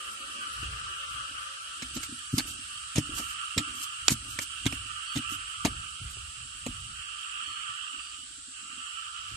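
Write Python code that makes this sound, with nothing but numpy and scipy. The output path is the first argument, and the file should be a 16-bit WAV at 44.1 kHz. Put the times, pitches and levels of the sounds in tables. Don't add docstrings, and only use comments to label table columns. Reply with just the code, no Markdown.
import sys
import numpy as np
from scipy import signal
from scipy.fft import rfft, irfft
from scipy.io import wavfile
from scipy.ndimage import uniform_filter1d

SR = 44100
rng = np.random.default_rng(int(sys.argv[2]) if len(sys.argv) > 2 else 0)


def boost(x):
    u = np.asarray(x, float) / 20
    return 10 ** u


def transcribe(signal):
    frames = np.atleast_2d(signal).T
    limited = np.clip(frames, -1, 1)
    pcm = np.round(limited * 32767).astype(np.int16)
    wavfile.write(sys.argv[1], SR, pcm)


N = 412776


def rms_one(x):
    return x / np.sqrt(np.mean(x ** 2) + 1e-20)


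def in_time(rows):
    s, *columns = np.transpose(rows)
    return [np.interp(np.arange(N) / SR, s, c) for c in columns]


def drift(rate):
    r = np.exp(-80 * np.pi * rate / SR)
    slow = signal.lfilter([1], [1, -2 * r, r * r], rng.standard_normal(N // 40 + 2002))[2000:]
    return np.interp(np.arange(N) / 40, np.arange(len(slow)), rms_one(slow))


def ring(x, hz, t60):
    r = boost(-60 / (t60 * SR))
    w = 2 * np.pi * hz / SR
    return signal.lfilter([0, np.sin(w)], [1, -2 * r * np.cos(w), r * r], x + 1e-18)


def band(x, low_hz, high_hz, order=2):
    return signal.sosfilt(signal.butter(order, [low_hz, high_hz], "band", fs=SR, output="sos"), x)


def colour(x, spectrum):
    hz, db = np.transpose(spectrum)
    size = x.shape[-1]
    grid = np.maximum(np.fft.rfftfreq(size, 1 / SR), 1)
    return irfft(rfft(x) * boost(np.interp(np.log(grid), np.log(hz), db)), size)


def grains(shape, per_s, spread_db):
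    sizes = boost(spread_db * np.minimum(rng.exponential(1, shape), 4)) * rng.choice([-1, 1], shape)
    return sizes * (rng.random(shape) < per_s / SR)


def add(out, s, piece):
    i = round(s * SR)
    out[..., i:i + piece.shape[-1]] += piece[..., :N - i]


def tilt(left_db, right_db):
    return boost([[left_db], [right_db]])


def at_pile():
    move_s = 1.9
    return np.clip((move_s - np.arange(N) / SR) / 0.1, 0, 1)


# start in seconds, peak in dB, ground over pit in dB, pit pitch in Hz.
JABS = [
    (2.38, -18, -24, 280),
    (2.981, -10.5, 4, 295),
    (3.5748, -14.5, 13.5, 255),
    (5.17, -17, 3.5, 281),
    (6.664, -20.5, 0.5, 246),
]
PUSHES = [(1.822, -27.5, -28, 255), (1.931, -34, 27, 250), (1.961, -22.5, -13, 283), (1.97, -22, -27, 280),
          (2.087, -33, -10, 285), (2.111, -37, -7, 246), (2.121, -28, -2, 246), (2.3303, -18.5, 9, 212),
          (2.338, -12, 7.5, 273), (2.37, -25, -13, 272), (2.3759, -23, -18, 268), (2.749, -39, 21.5, 247),
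          (2.954, -24.5, 6, 232), (2.962, -17.5, 8, 232), (2.987, -17, 0.5, 278), (3.192, -30, -18, 235),
          (3.564, -23, 2.5, 277), (3.57, -23.5, 8, 277), (3.586, -24, 3, 300), (3.6039, -23, -16, 297),
          (4.079, -34, -3, 315), (4.102, -20, 3, 320), (4.109, -20.5, 13, 215), (4.1171, -13.5, 5, 221),
          (4.386, -32, 7, 305), (4.407, -38, -1, 295), (4.653, -20, 20.5, 290), (4.662, -12.5, 3, 274.5),
          (4.729, -23, 3, 270), (5.155, -22.5, 5, 215), (5.163, -18, -9, 235), (5.316, -30, -12, 295),
          (5.6489, -14, -43, 230.6), (5.6518, -23, -8, 301), (5.6598, -20, 4, 197.6), (5.699, -37, -8, 215)]
TAPS = [(0.627, -24, 16, 324), (6.013, -25.5, 22, 214), (6.04, -28, 33, 231), (6.168, -52, -3, 303),
        (6.447, -37.5, 14, 266), (6.536, -45.5, 7, 293), (6.882, -35.5, 12.5, 217), (7.687, -37.5, 27, 363),
        (7.929, -50, -9, 259), (8.175, -49.5, -5, 290), (8.222, -48.5, -13, 251), (8.372, -45.5, -14, 286),
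        (8.474, -43, -17, 267), (8.619, -47, -9, 213), (8.72, -46, -29, 267), (8.768, -42.5, -22, 254),
        (9.311, -32, 11, 354)]
LUMPS = [(2.447, -45, -2, 266), (2.498, -38, -3, 260.6), (2.583, -40.5, -9, 254),
         (3.669, -43.5, 0, 267), (3.715, -48.5, 0, 296), (3.756, -47, 0, 264),
                (3.789, -52.5, 0.0037, 205),
         (4.214, -45, 0, 275), (4.259, -46.5, 0, 269), (4.298, -48.5, 0, 227), (4.348, -44, 0, 277)]
# mode in Hz, level in dB, t60 in seconds.
THUMP = [(71.2, -19, 0.089), (116.4, 11, 0.056), (148.5, 2.5, 0.074)]
PIT = [(260.4, 7.5, 0.061), (295, 11, 0.062)]


def thuds():
    bar_decay, tap_decay = 1.6, 2.3
    ground_share_db, pit_share_db, yield_db = -9, -4.5, -12.0
    out, push = np.zeros(N), np.zeros(SR // 4)
    push[:SR // 300] = -np.hanning(SR // 300)
    blow = band(push, 101, 187, order=1)
    rebounds = [(s + 0.01845, -17.5 + 0.56 * db, -1.5, hz) for s, db, _, hz in JABS]
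    pushes = [(*row, bar_decay) for row in JABS + rebounds + PUSHES]
    pushes += [(*row, tap_decay) for row in TAPS + LUMPS]
    for s, db, lean_db, pit_hz, decay in pushes:
        ground_db = ground_share_db + min(lean_db, 0)
        pit_db = pit_share_db - max(lean_db, 0)
        ground = sum(boost(m_db) * ring(push, hz, t60 * decay) for hz, m_db, t60 in THUMP)
        pit = ring(push, pit_hz, 0.074 * decay)
        pit = pit + 0.69 * sum(ring(push, hz, t60 * decay) for hz, _, t60 in PIT)
        cycle = round(SR / pit_hz)
        early = band(pit, 120, 1000)[:2 * cycle] * np.hanning(2 * cycle) / np.abs(pit).max()
        add(out, s - cycle / SR, boost(db + pit_db + yield_db) * early)
        late = .0003 * max(-22 - db, 0)
        parts = ((ground, ground_db), (band(pit, 120, 1200), pit_db), (blow, min(db + 8.0, 0)))
        for swing, share_db in parts:
            add(out, s + late, boost(db + share_db - 4.5) * swing / np.abs(swing).max())
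    return out


# start in seconds, peak in dB, loudest ring in Hz, ring share in dB,
# knock below 1 kHz in dB.
CRACKS = [(1.821, -25, 2580, -12, -40), (1.9653, -26, 7660, -6, -14), (2.03, -27, 7530, -6, -41),
          (2.3865, -19.5, 4640, -2, -24), (2.394, -32, 1640, 7, -24), (2.9567, -20.5, 7040, -11, -16),
          (2.9668, -23.5, 5460, -19, -8.5), (2.9777, -21.5, 3150, -8, -15), (3.176, -32.5, 1520, 0, -25),
          (3.196, -30.5, 3950, -28, -9.5), (3.5767, -15, 3930, -48, -31), (3.5828, -24, 7300, -15, -14),
          (4.091, -20, 2430, -13, -41), (4.1043, -23.5, 7500, 5, -13.5), (5.157, -26.5, 6960, -10, -11),
          (5.162, -28, 7760, -0.5, -19), (5.1708, -23, 4140, -8, -23), (5.6598, -25, 7100, -18, -10),
          (5.667, -25, 3000, 0, -12)]
SNAPS = [(2.3805, -14, 4930, -25, -34), (4.3891, -26.5, 2320, 5, -19), (4.4172, -31.5, 7300, 21, -43),
         (4.6635, -16, 3760, -14, -27), (4.723, -26, 2940, 1, -15), (5.6491, -15.5, 7040, -7.5, -5),
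         (5.6537, -16.5, 2750, -7, -7.5), (6.6633, -25, 3230, -33.5, -8.5)]
STONE_HITS = [
    (4.0814, -2, 7200, -2, -16.5),
    (4.656, -20, 7660, -8.5, -28),
]
# frequency in Hz, level in dB per Hz.
GRIT = [(530, -74), (900, -4.5), (2480, 6), (4690, 7.5), (6110, 3), (7270, 6.5), (9050, 2.5), (12800, -3),
        (14200, -77)]
# mode in Hz, level in dB, t60 in seconds.
BLADE = [(2210, -3.5, 0.021), (2580, 13, 0.055), (3930, 1, 0.00167), (4330, 15.5, 0.006),
         (5560, 14.5, 0.017), (6900, -29, .012), (6750, 17.5, 0.017), (8600, -2, 0.0063), (8470, 20, 0.014)]


def cracks():
    out, t = np.zeros((2, N)), np.arange(SR // 8) / SR
    hits = [(*row, 0.065, .0027) for row in CRACKS]
    hits += [(*row, 0.044, .001) for row in SNAPS]
    hits += [(*row, 0.012, .0008) for row in STONE_HITS]
    for s, db, hz, ring_db, knock_db, t60, rise in sorted(hits):
        shape = (1 - np.exp(-t / max(rise, .0002))) ** 2 * boost(-60 * t / max(t60, .004))
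        spray = grains(len(t), 4000, 2.5) * shape
        sides = spray + 1.2 * grains((2, len(t)), 3500, 3.5) * shape
        patch_db = rng.normal(0, 4.5 * min(t60 / .04, 1), 22)
        patches = np.transpose([np.geomspace(600, 13000, 22), patch_db])
        direct = rms_one(colour(colour(sides, GRIT), patches) * np.clip((.11 - t) / .03, 0, 1))
        strength = rng.normal(0, 3, len(BLADE))
        blade = rms_one(sum(boost(m_db + d) * ring(sides, m_hz, m_t60)
                            for (m_hz, m_db, m_t60), d in zip(BLADE, strength)))
        loudest = rms_one(ring(sides, hz, .01))
        crack = direct + 0.29 * blade + boost(ring_db) * loudest
        crack = crack / np.abs(crack.mean(axis=0)).max() * tilt(-1.5, 1.5)
        knock = band(spray + 0.6 * sides, 270, 900)
        knock = boost(knock_db) * tilt(2.5, -2.5) * knock / np.abs(knock).max()
        add(out, s - rise / 2, boost(db) * (crack + knock))
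    return out


# start in seconds, peak in dB, low ring in Hz, high ring in Hz, high over low in dB.
TICKS = [(2.3809, -18.5, 4900, 7300, -4), (2.3862, -16.5, 4850, 7960, -15), (2.394, -22, 4360, 5170, -6),
         (2.4045, -26, 2670, 4600, -4), (2.396, -30, 1700, 2280, 7.5), (2.957, -22, 2940, 7100, 5.5),
         (2.9695, -39, 3300, 5100, 0), (2.9745, -30.5, 2000, 5500, 0), (2.9818, -26.5, 2600, 6370, 14.5),
         (3.5795, -17, 3930, 5240, -5.5), (3.584, -17.5, 4040, 7800, 4.5), (4.0822, -6.5, 2500, 7140, 2.5),
         (4.093, -25, 2400, 7200, -4), (4.1040, -19, 6700, 7400, 0), (4.106, -21.5, 7450, 8250, 4),
         (4.3882, -16, 2300, 3720, -10), (4.389, -24, 6340, 4570, -3), (4.3902, -25.5, 2240, 5500, 6),
         (4.42, -28.5, 7300, 7300, -5), (4.4300, -31, 8000, 7300, -4), (4.6640, -17.5, 3800, 5900, -6),
         (4.0824, -18, 1460, 3300, 1.5), (4.660, -26.5, 380, 460, -2), (4.669, -29, 2980, 3980, -6),
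         (4.6755, -23.5, 3360, 4080, -6), (4.7260, -30, 2400, 2980, 8), (5.6497, -32, 3500, 6850, 6),
         (5.6526, -31, 1330, 4470, -3), (2.0330, -29, 2100, 7660, 6), (1.8220, -39, 415, 510, -9),
         (3.5700, -28.5, 454, 646, -13), (4.3883, -30, 360, 600, 0), (4.6600, -29.5, 424, 627, -10),
         (6.1700, -45, 377, 680, -3), (2.982, -25, 432, 560, -3), (6.666, -34, 432, 560, 6),
         (5.654, -29.5, 480, 600, -0.5), (0.631, -47, 430, 330, 0), (5.174, -28, 4020, 5700, 4),
         (5.195, -29.5, 2970, 8000, -9.5)]


def ticks():
    contact_s, low_t60_s, high_t60_s, bare_db = .0008, .016, .015, -6.5
    out, t = np.zeros((2, N)), np.arange(SR // 20) / SR
    for s, db, low_hz, high_hz, high_db in TICKS:
        contact = rng.standard_normal((3, len(t))) * t * np.exp(-t / contact_s)
        contact = contact[0] + 0.53 * contact[1:]
        low = rms_one(ring(contact, low_hz, low_t60_s))
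        high = rms_one(ring(contact, high_hz, high_t60_s))
        bare = (low_hz > 1000) * rms_one(band(contact, 780, 6900))
        tick = low + boost(high_db) * high + boost(bare_db) * bare
        add(out, s, boost(db) * tick / np.abs(tick.mean(axis=0)).max() * tilt(-1.5, 1.5))
    return out


# start in seconds, length in seconds, level in dB above 7 kHz.
DRAG = [(0.053, 0.14, -54.5), (1.06, 0.13, -61), (1.932, 0.051, -46), (1.989, 0.088, -50.5),
        (2.299, 0.16, -48), (2.437, 0.12, -48.5), (3.126, 0.12, -42), (3.2, 0.16, -51.5),
        (3.613, 0.056, -59), (3.714, 0.12, -51.5), (3.787, 0.087, -45), (4.09, 0.062, -35),
        (4.215, 0.12, -67), (4.267, 0.11, -49), (4.377, 0.09, -46.5), (4.706, 0.076, -51.5),
        (5.119, 0.097, -48), (5.273, 0.11, -48.5), (5.64, 0.067, -55), (6.071, 0.083, -56),
        (6.628, 0.11, -62), (7.17, 0.073, -61)]
# frequency in Hz, level in dB per Hz.
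SLIDING = [(500, -38.5), (1000, -10.5), (3000, -2.5), (6000, 2.5), (8000, 6), (10000, 0.5), (12800, -1),
           (14200, -71)]


def dragging():
    grit = colour(grains((2, N), 7000, 2.6), SLIDING) * boost(2.0 * drift(39))
    grit = grit + 1.9 * band(grit, 13000, 17500)
    stroke = np.zeros(N)
    for s, length, db in DRAG:
        add(stroke, s, boost(db + 4.5) * np.hanning(round(length * SR)))
    return stroke * grit / np.std(band(grit, 7100, 15000)) * tilt(-1.7, 1.7)


def swells(times, peaks_db, rise_db_per_s, fall_db_per_s, rest_db, hold_s=0):
    t = np.arange(0, N + 64, 64) / SR
    late = t - times[:, None]
    rise = np.minimum(rise_db_per_s * late, 0)
    fall = fall_db_per_s * np.maximum(late - hold_s, 0)
    db = peaks_db[:, None] + rise - fall
    return np.interp(np.arange(N) / SR, t, boost(db.max(axis=0)) + boost(rest_db))


# peak time in seconds, ground shake in dB, crumbs in the pit in dB.
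HEAVES = [(0.1, -71, -79), (0.25, -72, -58), (0.42, -66, -64), (0.66, -41, -74), (0.72, -42.5, -72),
          (0.79, -48.5, -81), (1.15, -54, -67), (1.33, -61, -63), (1.852, -56, -58), (1.98, -51.5, -57),
          (2.14, -69, -64), (2.471, -47, -51.5), (2.84, -60, -97), (3.12, -46, -48), (3.7, -57.5, -52.5),
          (4.12, -44.5, -66), (4.27, -49.5, -58), (4.43, -68, -70), (4.7, -44, -53), (4.82, -50.5, -65.5),
          (5.317, -48, -60), (5.71, -41.5, -56), (5.8, -51, -71), (6.05, -44.5, -78), (6.17, -47.5, -76),
          (6.23, -50.5, -89), (6.39, -51.5, -88), (6.56, -52, -84.5), (6.7, -41.5, -88), (6.78, -47.5, -90),
          (6.85, -47, -81), (6.92, -52, -82), (6.97, -61, -85), (7.481, -63.5, -68), (7.97, -64, -64),
          (8.3, -72, -69.5), (8.68, -79, -68.5), (9.36, -46.5, -96)]
# mode in Hz, level in dB, t60 in seconds.
GROUND = [(68.9, -4, 0.098), (111, -2.5, 0.048), (170, 5.5, 0.013)]


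def stirring():
    s, shake_db, crumb_db = np.transpose(HEAVES)
    heave = swells(s, shake_db, 147, 82.5, rest_db=-69.5, hold_s=0.014)
    slide = swells(s, crumb_db, 209, 130, rest_db=-82.5)
    tumble = boost(-26.5) * heave + boost(-16) * slide + boost(-85) + boost(-73) * at_pile()
    rumble = rng.standard_normal(N) * boost(1.2 * drift(17))
    shake = rms_one(band(sum(boost(db) * ring(rumble, hz, t60) for hz, db, t60 in GROUND), 32, 124))
    shake = shake + 0.14 * np.roll(shake, SR // 3) * [[1], [-1]]
    falls = grains(N, 90, 2.6)
    crumbs = rms_one(band(sum(boost(db) * ring(falls, hz, t60) for hz, db, t60 in PIT), 124, 620))
    clods = rms_one(band(grains((2, N), 1500, 3.0), 400, 950))
    return heave * shake + slide * crumbs + tumble * clods


# frequency in Hz, level in dB, time it is gone in seconds.
FLY = [(223, -66.5, 0.95), (354, -68, 1.17), (445, -68, 1.2), (556, -69, 2.1), (757, -77.5, 1.1)]


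def fly():
    t = np.arange(N) / SR
    wobble = np.cumsum(1 + .016 * drift(3) + .022 * drift(25)) / SR
    hum = np.zeros(N)
    for hz, db, gone in FLY:
        leaving = np.clip((gone - t) / .25, 0, 1)
        hum += boost(db - 2 - 3.5 * t + 5 * drift(7)) * leaving * np.sin(2 * np.pi * hz * wobble)
    return hum


# start in seconds, length in seconds, pitch in Hz, level in dB.
CRICKET = [
    (5.057, 0.11, 4530, -45),
    (7.436, 0.18, 4400, -47),
    (7.986, 0.14, 4720, -48),
]


def cricket():
    out, blur = np.zeros(N), 1.2 * drift(40)
    for s, length, hz, db in CRICKET:
        t = np.arange(round(length * SR)) / SR
        trill = np.sin(np.pi * t / length) ** 0.19 * (1 - 0.3 * np.sin(np.pi * 45 * t) ** 2)
        flicker_db = 3 * np.repeat(rng.standard_normal(99), SR // 200)[:len(t)]
        tone = np.sin(2 * np.pi * hz * t * (1 - 0.09 * t) + blur[:len(t)])
        add(out, s, boost(db - 3.5 + flicker_db) * trill * tone)
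    return out


def crowd(modes, per_s, spread_db, throb_db, throb_rate):
    out = np.zeros((2, N))
    for hz, width_hz, db in modes:
        r = np.exp(-np.pi * width_hz / SR)
        sos = [[1, 0.0087, -1.25, 1, -2 * r * np.cos(2 * np.pi * hz / SR), r * r]] * 2
        calls = signal.sosfilt(sos, grains((2, N), per_s, spread_db))
        out += boost(db + throb_db * drift(throb_rate)) * rms_one(calls)
    return rms_one(out)


# resonance in Hz, width in Hz, level in dB.
FROG_LOW = [(1203, 93, 0.5), (1332.5, 97, 2), (1520, 220, -5), (1751, 480, -7)]
FROG_HIGH = [(2510, 680, -8.5), (2773, 296, -0.5), (2970, 165, -1.5), (3162, 290, -3)]
# time in seconds, effort as level of the high throat band in dB.
FROGS = [(0.0, -46), (1.44, -46), (2.06, -50.5), (2.96, -48.5), (3.38, -44.5), (4.0, -46), (4.2, -50.5),
         (4.6, -47.5), (5.25, -44.5), (6.44, -53.5), (6.79, -50.5), (7.13, -46.5), (7.77, -44.5),
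         (8.29, -56), (8.5, -67.5), (8.55, -55), (8.85, -47.5), (9.36, -48.5)]
# time in seconds, left over right in dB.
SIDE_OF = [(0.0, -1), (1.25, 1.5), (3.39, -6), (4.25, -2), (4.67, -6), (9.36, -6)]


def frogs():
    (high_db,), (side_db,) = in_time(FROGS), in_time(SIDE_OF)
    low_db = -46.5 + 1.29 * (high_db + 46) + 2 * at_pile()
    croak = boost(1.1 * drift(16.5))
    low = boost(low_db + 3) * crowd(FROG_LOW, 900, 2.2, 1.8, 7)
    low = low - 0.22 * low[::-1]
    high = boost(high_db + 3.5) * crowd(FROG_HIGH, 1500, 1.24, 1.5, 5)
    both = croak * (low * tilt(1.2, -1.2) + high * tilt(-1.5, 1.5))
    return both * boost(side_db / 2 * [[1], [-1]])


# resonance in Hz, width in Hz, level in dB.
CICADAS = [(4550, 120, -6), (7300, 900, 1), (7760, 720, 3), (8180, 110, -2.5), (8320, 560, 4),
           (8730, 1400, 6.5)]
# time in seconds, level in dB.
CICADA_LEVEL = [(0.0, -51), (1.68, -52), (2.06, -48), (5.3, -48.5), (6.0, -49), (8.9, -48.5), (9.36, -51.5)]


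def cicadas():
    sink_from_s, sink_per_s = 4.6, 0.23
    choir = boost(in_time(CICADA_LEVEL)[0] + 3.5) * crowd(CICADAS, 6000, 3.5, 0.89, 22) * tilt(-1.5, 1.5)
    sink = np.clip(sink_per_s * (np.arange(N) / SR - sink_from_s), 0, 1)
    return (1 - 0.35 * sink) * choir + 0.6 * sink * band(choir, 6560, 8370)


# frequency in Hz, level in dB per Hz.
FAR_FOREST = [(24, -40), (40, -6.5), (183, -20.5), (264, -20), (372, -19), (922, -31), (1330, 4),
              (2070, -9.5), (2780, -3), (3300, 0), (5940, -3.5), (7970, -9.5), (11000, -14), (11800, -83),
              (14000, -70)]
# time in seconds, far forest in dB, leaf rustle in dB.
FAR = [(0.0, -54, -57), (0.49, -50.5, -53.5), (0.94, -51.5, -59), (1.64, -52, -57.5), (2.01, -51.5, -58.5),
       (6.8, -54, -61.5), (8.16, -54, -67.5), (8.5, -55, -72.5), (9.36, -53, -61.5)]


def far_forest():
    far_db, rustle_db = in_time(FAR)
    far = colour(rng.standard_normal((2, N)), FAR_FOREST)
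    far = boost(far_db + 3.5) * far / np.std(band(far, 3280, 12000))
    leaves = rms_one(band(rng.standard_normal((2, N)), 8500, 11560))
    rustle = boost(rustle_db + 0.5 + 1.2 * drift(22)) * leaves * tilt(-1.2, 1.2)
    return (far + rustle) * tilt(-1.5, 1.5)


def scene():
    low = thuds() + fly()
    low = np.array([boost(3.0) * np.roll(low, 7), boost(2.0) * low])
    digging = low + cracks() + ticks() + dragging() + stirring()
    return digging + cricket() * tilt(1.5, -1.5) + frogs() + cicadas() + far_forest()


# frequency in Hz, usual level over the step in dB.
GATE = [(170, 14), (500, 6), (850, 4), (1200, 18), (1650, 9.5), (2200, 5), (3000, 14), (4000, 5), (5200, 4),
        (6300, 2.5), (7600, 9.5), (9000, 6.5), (10300, 1.5), (11000, -2), (11500, -6), (12000, -3)]
# frequency in Hz, rarity in spreads of chance.
DROPOUTS = [(900, 2.6), (1500, 2), (2000, 1.6), (2350, 1.7), (2500, 2.8), (3500, 2.4), (3570, 1.0),
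            (3680, 1.0), (3760, 2), (4300, 2.2), (4650, 3), (5000, 1.8), (5500, 2.5), (6000, 1.6),
            (6450, 1.7), (6700, 2.3), (6900, 1.1), (7050, 1.1), (7250, 2.4), (8300, 2.8), (9000, 2),
            (9500, 1.2), (9800, 1.9), (10900, 1.9), (10910, .5), (11250, .5), (11260, 1.1), (11580, 1.1),
            (11600, -.9), (12250, -.9), (12300, -2)]


def gated(x):
    hop, lead = 1024, 2048 - 120
    both = np.array([x[0] + x[1], x[0] - x[1]]) / 2
    both = np.pad(both, ((0, 0), (lead, 3 * hop - (N + lead) % hop)))
    n, k = np.arange(2 * hop), np.arange(700)
    window = signal.windows.kaiser_bessel_derived(2 * hop, 4 * np.pi)[:, None]
    basis = window * np.sqrt(2 / hop) * np.cos(np.pi / hop * np.outer(n + .5 + hop / 2, k + .5))
    halves = both.reshape(2, -1, hop)
    cells = halves[:, :-1] @ basis[:hop] + halves[:, 1:] @ basis[hop:]
    hz = (k + .5) * SR / 2 / hop
    strip = uniform_filter1d(cells ** 2 + 1e-20, size=16, axis=2)
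    calm = np.minimum(strip, np.median(strip, axis=1, keepdims=True))
    usual = np.exp(uniform_filter1d(np.log(calm), size=9, axis=1))
    chance = uniform_filter1d(rng.standard_normal(cells.shape), size=10, axis=2)
    chance = rms_one(uniform_filter1d(chance, size=3, axis=1))
    chance = rms_one(chance + chance.mean(axis=0))
    chance[..., hz > 10900] = np.repeat(chance[..., 506::32], 32, axis=2)[..., :194]
    step_db = 1.5 + 5.5 * chance - np.interp(hz, *np.transpose(GATE))
    step = np.sqrt(usual.max(axis=0)) * boost(step_db)
    keep = (chance + .85 < np.interp(hz, *np.transpose(DROPOUTS))) | (strip > 8 * usual)
    cells = keep * np.sign(cells) * np.floor(np.abs(cells) / step + .4) * step
    out = np.zeros_like(halves)
    out[:, :-1] += cells @ basis[:hop].T
    out[:, 1:] += cells @ basis[hop:].T
    mid, side = out.reshape(2, -1)[:, lead:lead + N]
    return np.array([mid + side, mid - side])


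def low_pass(x):
    return signal.sosfilt(signal.butter(12, 14340, fs=SR, output="sos"), x)


def record(dry):
    dry = signal.sosfilt(signal.butter(3, 36, "high", fs=SR, output="sos"), dry)
    rounded = .62 * np.tanh(dry / .62)
    mix = gated(signal.sosfilt(signal.cheby2(10, 60, 14600, fs=SR, output="sos"), rounded))
    return low_pass(mix)


dry = scene()
out = record(dry)
transcribe(out)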